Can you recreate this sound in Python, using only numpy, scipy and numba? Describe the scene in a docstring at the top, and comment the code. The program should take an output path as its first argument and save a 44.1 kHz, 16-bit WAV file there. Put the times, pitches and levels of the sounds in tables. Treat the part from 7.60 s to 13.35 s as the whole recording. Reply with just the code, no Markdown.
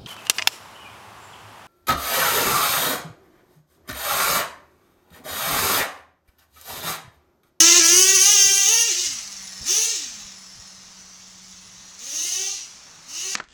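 """Toy truck with a glow engine

A radio-controlled truck with a small two-stroke engine drives away over a lawn, blips, idles and revs twice more.
Each firing sends a clean pressure pulse and a ragged blast of gas through the tuned pipe; off throttle it sputters.
A fence throws the sound back, more so as the truck gets far.
Soft outdoor air and light wind puffs on the microphone lie behind it."""
import sys
import numpy as np
from scipy import signal
from scipy.fft import rfft, irfft
from scipy.io import wavfile
from scipy.ndimage import uniform_filter1d
from numba import njit

SR = 44100
rng = np.random.default_rng(int(sys.argv[2]) if len(sys.argv) > 2 else 0)


def pcm_store(signal):
    """Save signal as 16-bit PCM."""
    levels = np.round(np.clip(np.atleast_2d(signal), -1, 1) * 32767)
    wavfile.write(sys.argv[1], SR, levels.astype(np.int16).T)


N = 253565
T = np.arange(N) / SR  # time of every sample, s


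def engine(metres):
    """Firing tone, low buzz, pipe ring, rasp and idle whine, all locked to the crankshaft."""
    hz, throttle, push_db, pipe_db = drive()
    state = hz, 1 - throttle, push_db, metres
    # the firing rate trembles slightly
    turns = np.cumsum(hz * (1 + .005 * walk(80))) / SR
    pulses = firings(turns, throttle, jitter_s=.000006, idle_jitter_s=.000025,
                     scatter_db=.45, idle_scatter_db=1.3, skip_db=.4)
    pulses = even(pulses)
    rasp = exhaust_rasp(pulses, throttle, state)
    body = pipe_ring(pulses, state) + low_buzz(pulses, state)
    pipe = bounce(rasp + body * undb(pipe_db), spread_s=.0015, share=.6, rate=34)
    tone = firing_tone(turns, throttle, metres)
    return pipe + bounce(tone, spread_s=.0015, share=.35, rate=34)


# pulls on the throttle: (start [s], end [s], firing rate aimed for [Hz], time constant of the change [s],
# opening [0-1], eased off this long before the end [s], level [dB], extra pipe ring and buzz [dB])
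THROTTLE_PULLS = [(0, 0.19, 419, 0.42, .92, 0.49, 2.3, 4),
                  (.209, .277, 333, 0.053, 0.79, 0.0068, -1.4, 1.5),
                  (0.276, 0.558, 396, 0.13, 0.76, 0, -2.9, 1),
                  (0.573, 0.739, 448, 0.14, 0.9, 0.0024, -0.7, .5),
                  (0.744, 1.064, 393, .015, 0.82, 0, -1, 1),
                  (1.063, 1.272, 467, 0.041, 0.86, 0.046, 0.3, 2),
                  (1.335, 1.438, 363, .033, 0.26, 0, -0.5, -2),
                  (2.039, 2.318, 474, 0.071, 0.73, 0.067, 1.26, -1.5),
                  (4.369, 4.933, 430, 0.25, 0.72, 0.071, 0.5, -.5),
                  (5.447, 5.794, 416, 0.11, 0.6, 0, -0.65, 4)]
# firing rate aimed for between pulls, sagging as the engine loads up with fuel: (time [s], rate [Hz])
IDLE_RATE = [(3.3, 187.5), (4.3, 183.2), (5.2, 161.1)]
START_HZ, COAST_S = 322, .098  # firing rate of the rolling truck; time constant of the fall toward idle
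# throttle at rest (0-1); time constants of its opening and closing
IDLE_OPENING, OPEN_S, CLOSE_S = 0.036, 0.027, 0.063


def drive():
    """Each pull draws the firing rate toward its aim, up or down; between pulls it falls toward idle."""
    aim, = curves(IDLE_RATE)
    resting = (COAST_S, IDLE_OPENING, CLOSE_S, 0, 0)
    lag, opening, servo, push_db, pipe_db = (np.full(N, float(v)) for v in resting)
    for start, end, aim_hz, rise_s, share, ease_s, db, extra_db in THROTTLE_PULLS:
        pulling = (T >= start) & (T < end)
        pressed = (T >= start) & (T < end - ease_s)
        aim[pulling], lag[pulling] = aim_hz, rise_s
        push_db[pulling], pipe_db[pulling] = db, extra_db
        opening[pressed], servo[pressed] = share, OPEN_S
    hz = follow(aim, lag, float(START_HZ))
    # the throttle starts wide open and is already closing during the first pull
    throttle = np.clip(follow(opening, servo, opening.max()), 0, 1)
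    return hz, throttle, follow(push_db, servo, 0.), follow(pipe_db, servo, 0.)


def firings(turns, throttle, jitter_s, idle_jitter_s, scatter_db, idle_scatter_db, skip_db):
    """One pulse a turn; a starved engine fires at less regular times and strengths, and turns alternate in strength."""
    at = np.interp(np.arange(1, int(turns[-1])), turns, np.arange(N))
    index = at.astype(int)
    starved = 1 - throttle[index]
    late, strong = np.clip(rng.standard_normal((len(at), 2)), -2, 2).T
    alternate = (-1) ** np.arange(len(at)) * walk(10)[index]
    sizes = undb(strong * (scatter_db + idle_scatter_db * starved) + skip_db * alternate)
    delay_s = late * (jitter_s + idle_jitter_s * starved)
    return clicks(at + SR * delay_s, sizes)


def gas(pulses, decay_s):
    """A burst of turbulence follows every pulse and dies away."""
    push = signal.lfilter([1], [1, -np.exp(-1 / (decay_s * SR))], pulses)
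    return even(push * rng.standard_normal(N))


# colour of the rasp on throttle: (frequency [Hz], relative level [dB])
RASP_COLOUR = [(600, -59), (1500, -57.5), (2500, -50.5), (3000, -11.5), (3450, -9), (4100, -10.5),
               (5100, -12), (5900, 1.5), (6450, 2.5), (7400, -16), (8400, -9.5), (9600, -21), (10900, -9.5),
               (13000, -30.5), (16300, -17.5)]
# colour of the sputter off throttle: (frequency [Hz], relative level [dB])
SPUTTER_COLOUR = [(400, -38), (1000, -63), (2000, -17), (3400, -4.5), (4500, 0), (5350, -2), (5900, 5.5),
                  (6500, 5), (7400, -3), (8200, -6.5), (8900, -13), (10000, -16), (11400, -19.5),
                  (17000, -22)]
# thin metallic ring that the idling engine sets off: (frequency [Hz], width [Hz], relative level [dB])
WHINE_RINGS = [(5390, 81, -2), (5780, 150, -7), (9940, 29, -4)]
# strength of that ring against the exhaust, before the throttle fades it: (time [s], level [dB])
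WHINE_LEVEL = [(1.4, -18), (1.75, -3), (2.0, 1.5), (2.4, -19), (2.8, 1.5), (3.3, -6), (3.7, -11),
               (5.75, -5)]


def exhaust_rasp(pulses, throttle, state):
    """An open throttle blasts through the pipe; a shut one only sputters and sets off a metallic whine."""
    shut = 1 - throttle
    blast = even(pulses + undb(-6) * gas(pulses, decay_s=.0016))
    puffs = even(pulses + undb(1) * gas(pulses, decay_s=.004))
    roar = throttle ** 2 * unit(colour(blast, RASP_COLOUR))
    sputter = shut * unit(colour(puffs, SPUTTER_COLOUR))
    whine = even(resonate(puffs, WHINE_RINGS)) * undb(curves(WHINE_LEVEL)[0]) * shut
    gain = loudness(state, db=0.91, slow_db=-14.0, shut_db=-9.5, far_db=-20.5)
    return even(even(roar + sputter) + whine) * gain


# colour of the pipe's first ring: (frequency [Hz], relative level [dB])
RING_COLOUR = [(1500, -38.5), (2250, -40.5), (2600, -7.5), (2850, 0.5), (3100, -2.5), (3400, -6.5),
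               (3900, -8), (4700, -4), (7000, -52)]


def pipe_ring(pulses, state):
    """Every firing pulse makes the pipe ring."""
    gain = loudness(state, db=-8.5, slow_db=-17.5, shut_db=-15, far_db=-22.0)
    return even(colour(pulses, RING_COLOUR)) * gain


# colour of the low buzz: (frequency [Hz], relative level [dB])
BUZZ_COLOUR = [(450, -50.5), (620, -8.5), (800, -3), (990, -8), (1170, 1), (1340, -1.5), (1550, -1.5),
               (1750, 3), (2050, 3.5), (2350, 0.5), (2700, -14.5), (4000, -36)]


def low_buzz(pulses, state):
    """The same pulses, filtered lower, make a buzz."""
    gain = loudness(state, db=-14.5, slow_db=-7.5, shut_db=-9.5, far_db=-27)
    return even(colour(pulses, BUZZ_COLOUR)) * gain


# the pipe is loudest at this firing rate and falls off above it
TUNED_HZ, OVERREV_DB_PER_OCTAVE = 365.8, -6


def loudness(state, db, slow_db, shut_db, far_db):
    """Layer gain: db at 1 m, slow_db per octave below tuning, shut_db off throttle, far_db per tenfold distance."""
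    hz, shut, push_db, metres = state
    octaves = np.log2(hz / TUNED_HZ)
    below_db = slow_db * np.maximum(-octaves, 0)
    above_db = OVERREV_DB_PER_OCTAVE * np.maximum(octaves, 0)
    return undb(db + push_db + below_db + above_db + shut_db * shut + far_db * np.log10(metres))


# level of the firing tone, before it wavers: (time [s], level [dB])
TONE_LEVEL = [(0, -28), (.45, -31.5), (.7, -39.5), (1.0, -43.5), (1.15, -39), (1.38, -45), (1.6, -60),
              (2.0, -55.5), (2.1, -43.5), (2.27, -49), (2.5, -57), (3.2, -60.5), (3.9, -55.5), (4.4, -59.5),
              (4.7, -53), (5.0, -64.5), (5.3, -69), (5.55, -56)]
# second harmonic against the firing tone at full throttle: (distance [m], level [dB])
OCTAVE_LEVEL = [(10, -19), (17, 1), (25, -5)]
WAVER_DB, WAVER_DB_PER_M = 1.43, 0.1758  # unsteadiness of the tone; under throttle it grows with distance


def firing_tone(turns, throttle, metres):
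    """Gas leaves the outlet once a turn; uneven burning adds a faint half-speed throb."""
    angle = 2 * np.pi * turns
    waver_db = (WAVER_DB + WAVER_DB_PER_M * metres * throttle) * walk(70)
    octave_gain = undb(np.interp(metres, *np.transpose(OCTAVE_LEVEL)))
    octave = octave_gain * throttle * np.sin(2 * angle)
    throb = undb(-29.5) * walk(42) * np.sin(angle / 2)
    level = undb(curves(TONE_LEVEL)[0] + waver_db)
    return np.sqrt(2) * (np.sin(angle) + octave + throb) * level


def bounce(x, spread_s, share, rate, count=6):
    """Paths via ground, wheels and frame come and go as the truck bounces: each harmonic flutters by itself."""
    paths = 0
    for _ in range(count):
        flutter = np.roll(walk(rate), rng.integers(N))
        paths = paths + smear(x, 2 * spread_s) * flutter
    paths = paths / np.sqrt(count)
    return (smear(x, spread_s) + share * paths) / np.sqrt(1 + share ** 2)


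def smear(x, spread_s, size=2048):
    """A cluster of close reflections spreads each pulse in time without changing its colour."""
    response = rfft(rng.standard_normal(size) * np.exp(-np.arange(size) / (spread_s * SR)))
    cluster = np.roll(irfft(response / np.abs(response)), size // 8)
    return signal.fftconvolve(x, cluster)[size // 8:][:N]


# echo gain at 1 m, before the fence's colour; its growth per tenfold distance
FENCE_DB, FENCE_DB_PER_DECADE = -22.5, 11.5


def yard(x, metres, fence_s, t60_s, scatter_db):
    """The fence returns one slap and a short scatter; grass and boards keep little of the bass."""
    t = T[:SR // 2]
    fade = undb(-60 * t / t60_s) * (1 - np.exp(-t / 0.0043))
    scatter = unit(rng.standard_normal(len(t)) * fade) / np.sqrt(len(t))
    slap = np.interp(T - fence_s, T, x, left=0)
    echo = slap + undb(scatter_db) * signal.fftconvolve(x, scatter)[:N]
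    back = colour(echo, [(200, -9), (700, 1.5), (2500, 6), (6500, 1), (15000, -9)])
    share = undb(FENCE_DB + FENCE_DB_PER_DECADE * np.log10(metres))
    return (x + share * back) / np.sqrt(1 + share ** 2 / 2)


# colour of the outdoor air: (frequency [Hz], relative level per Hz [dB])
AIR_COLOUR = [(30, -9), (130, -3.5), (260, -6.5), (430, -9.5), (800, -5), (1200, -2.5), (3000, -10.5),
              (6000, -7), (10000, -23), (17000, -41)]


def distant_air():
    """Soft filtered noise, drifting slowly in level."""
    return unit(colour(rng.standard_normal(N), AIR_COLOUR)) * undb(-52.5 + 1.6 * walk(2.91))


# wind puffs on the microphone: (time of peak [s], level [dB], length as bell-curve spread [s])
WIND_PUFFS = [(.36, -52, 0.067), (0.568, -49, 0.049), (0.88, -46, 0.021), (1.15, -67, 0.043),
              (1.51, -55, 0.042), (2.027, -37.5, 0.013), (2.659, -52.5, 0.021), (2.99, -54.5, 0.029)]


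def wind():
    """Wind rumbles on the microphone: low noise under unsteady eddies and single puffs."""
    outline = [(20, -13), (45, -2.5), (170, -9), (300, -25.5), (900, -37), (3000, -73)]
    rumble = unit(colour(rng.standard_normal(N), outline))
    eddies_db = 5 * np.tanh(walk(12))
    gusts = undb(-68.5 + eddies_db)
    for peak_s, db, length_s in WIND_PUFFS:
        gusts = gusts + undb(db) * np.exp(-.5 * ((T - peak_s) / length_s) ** 2)
    return rumble * gusts


def undb(db):
    """Decibels to gain."""
    return 10 ** (np.asarray(db) / 20)


def curves(table):
    """Each column of a table joined by straight lines in time."""
    s, *columns = np.transpose(table)
    return [np.interp(T, s, c) for c in columns]


def unit(x):
    """Scale to rms 1."""
    return x / np.sqrt(np.mean(x ** 2))


def even(x, size=3500):
    """Hold the short-term rms at 1, over a window of size samples."""
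    return x / np.sqrt(np.abs(uniform_filter1d(x ** 2, size)) + 1e-12)


def colour(x, points, size=4096):
    """Causal filter with the given (Hz, dB) outline, so that pulses ring after they strike."""
    hz, db = np.transpose(points)
    f = np.maximum(np.fft.rfftfreq(size, 1 / SR), 1)
    gain = undb(np.interp(np.log(f), np.log(hz), db))
    # folding the cepstrum gives minimum phase: nothing sounds before the pulse
    cepstrum = irfft(np.log(gain))
    cepstrum[1:size // 2] *= 2
    cepstrum[size // 2 + 1:] = 0
    return signal.fftconvolve(x, irfft(np.exp(rfft(cepstrum))))[:N]


def walk(rate):
    """Smooth chance with spread 1, drawn anew rate times a second."""
    k = int(SR / rate)
    steps = np.repeat(rng.standard_normal(N // k + 1), k)
    return unit(uniform_filter1d(steps, k)[:N])


def clicks(at, sizes, order=6):
    """Band-limited pulses at fractional sample positions."""
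    index = at.astype(int)[:, None] + np.arange(1 - order, order + 1)
    offset = index - at[:, None]
    shape = np.sinc(offset) * np.sinc(offset / order) * sizes[:, None]
    return np.bincount(np.clip(index, 0, N).ravel(), shape.ravel(), N + 1)[:N]


def resonate(x, modes):
    """Narrow resonances in parallel, each ringing at its own pitch."""
    rings = 0
    for hz, width, db in modes:
        rings = rings + undb(db) * signal.lfilter(*signal.iirpeak(hz, hz / width, SR), x)
    return unit(rings)


@njit
def follow(aim, lag_s, start):
    """A quantity that closes in on its aim with the given time constant."""
    out, value = np.empty(len(aim)), start
    for i in range(len(aim)):
        value += (aim[i] - value) / (1 + lag_s[i] * SR)
        out[i] = value
    return out


# distance of the truck from the microphone: (time [s], distance [m])
TRUCK_DISTANCE = [(0, 1.83), (.41, 2.42), (.55, 3.16), (.9, 5), (1.3, 6.76), (2.15, 7.17), (2.35, 10.9),
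                  (2.7, 13.9), (3.3, 25), (4.2, 21.8), (4.7, 18.6), (5.05, 30.4), (5.75, 21)]


def scene():
    """The truck in the yard, with air and wind behind it."""
    metres, = curves(TRUCK_DISTANCE)
    truck = yard(engine(metres), metres, fence_s=.075, t60_s=.42, scatter_db=6.5)
    return (truck + distant_air() + wind())[None]


TOP_HZ = 18300  # highest frequency kept


def record(dry):
    """Round the highest peaks, then cut the top of the treble steeply."""
    rounded = dry / (1 + dry ** 10) ** (1 / 10)
    return signal.sosfilt(signal.ellip(12, .2, 85, TOP_HZ, fs=SR, output="sos"), rounded)


dry = scene()
out = record(dry)
pcm_store(out)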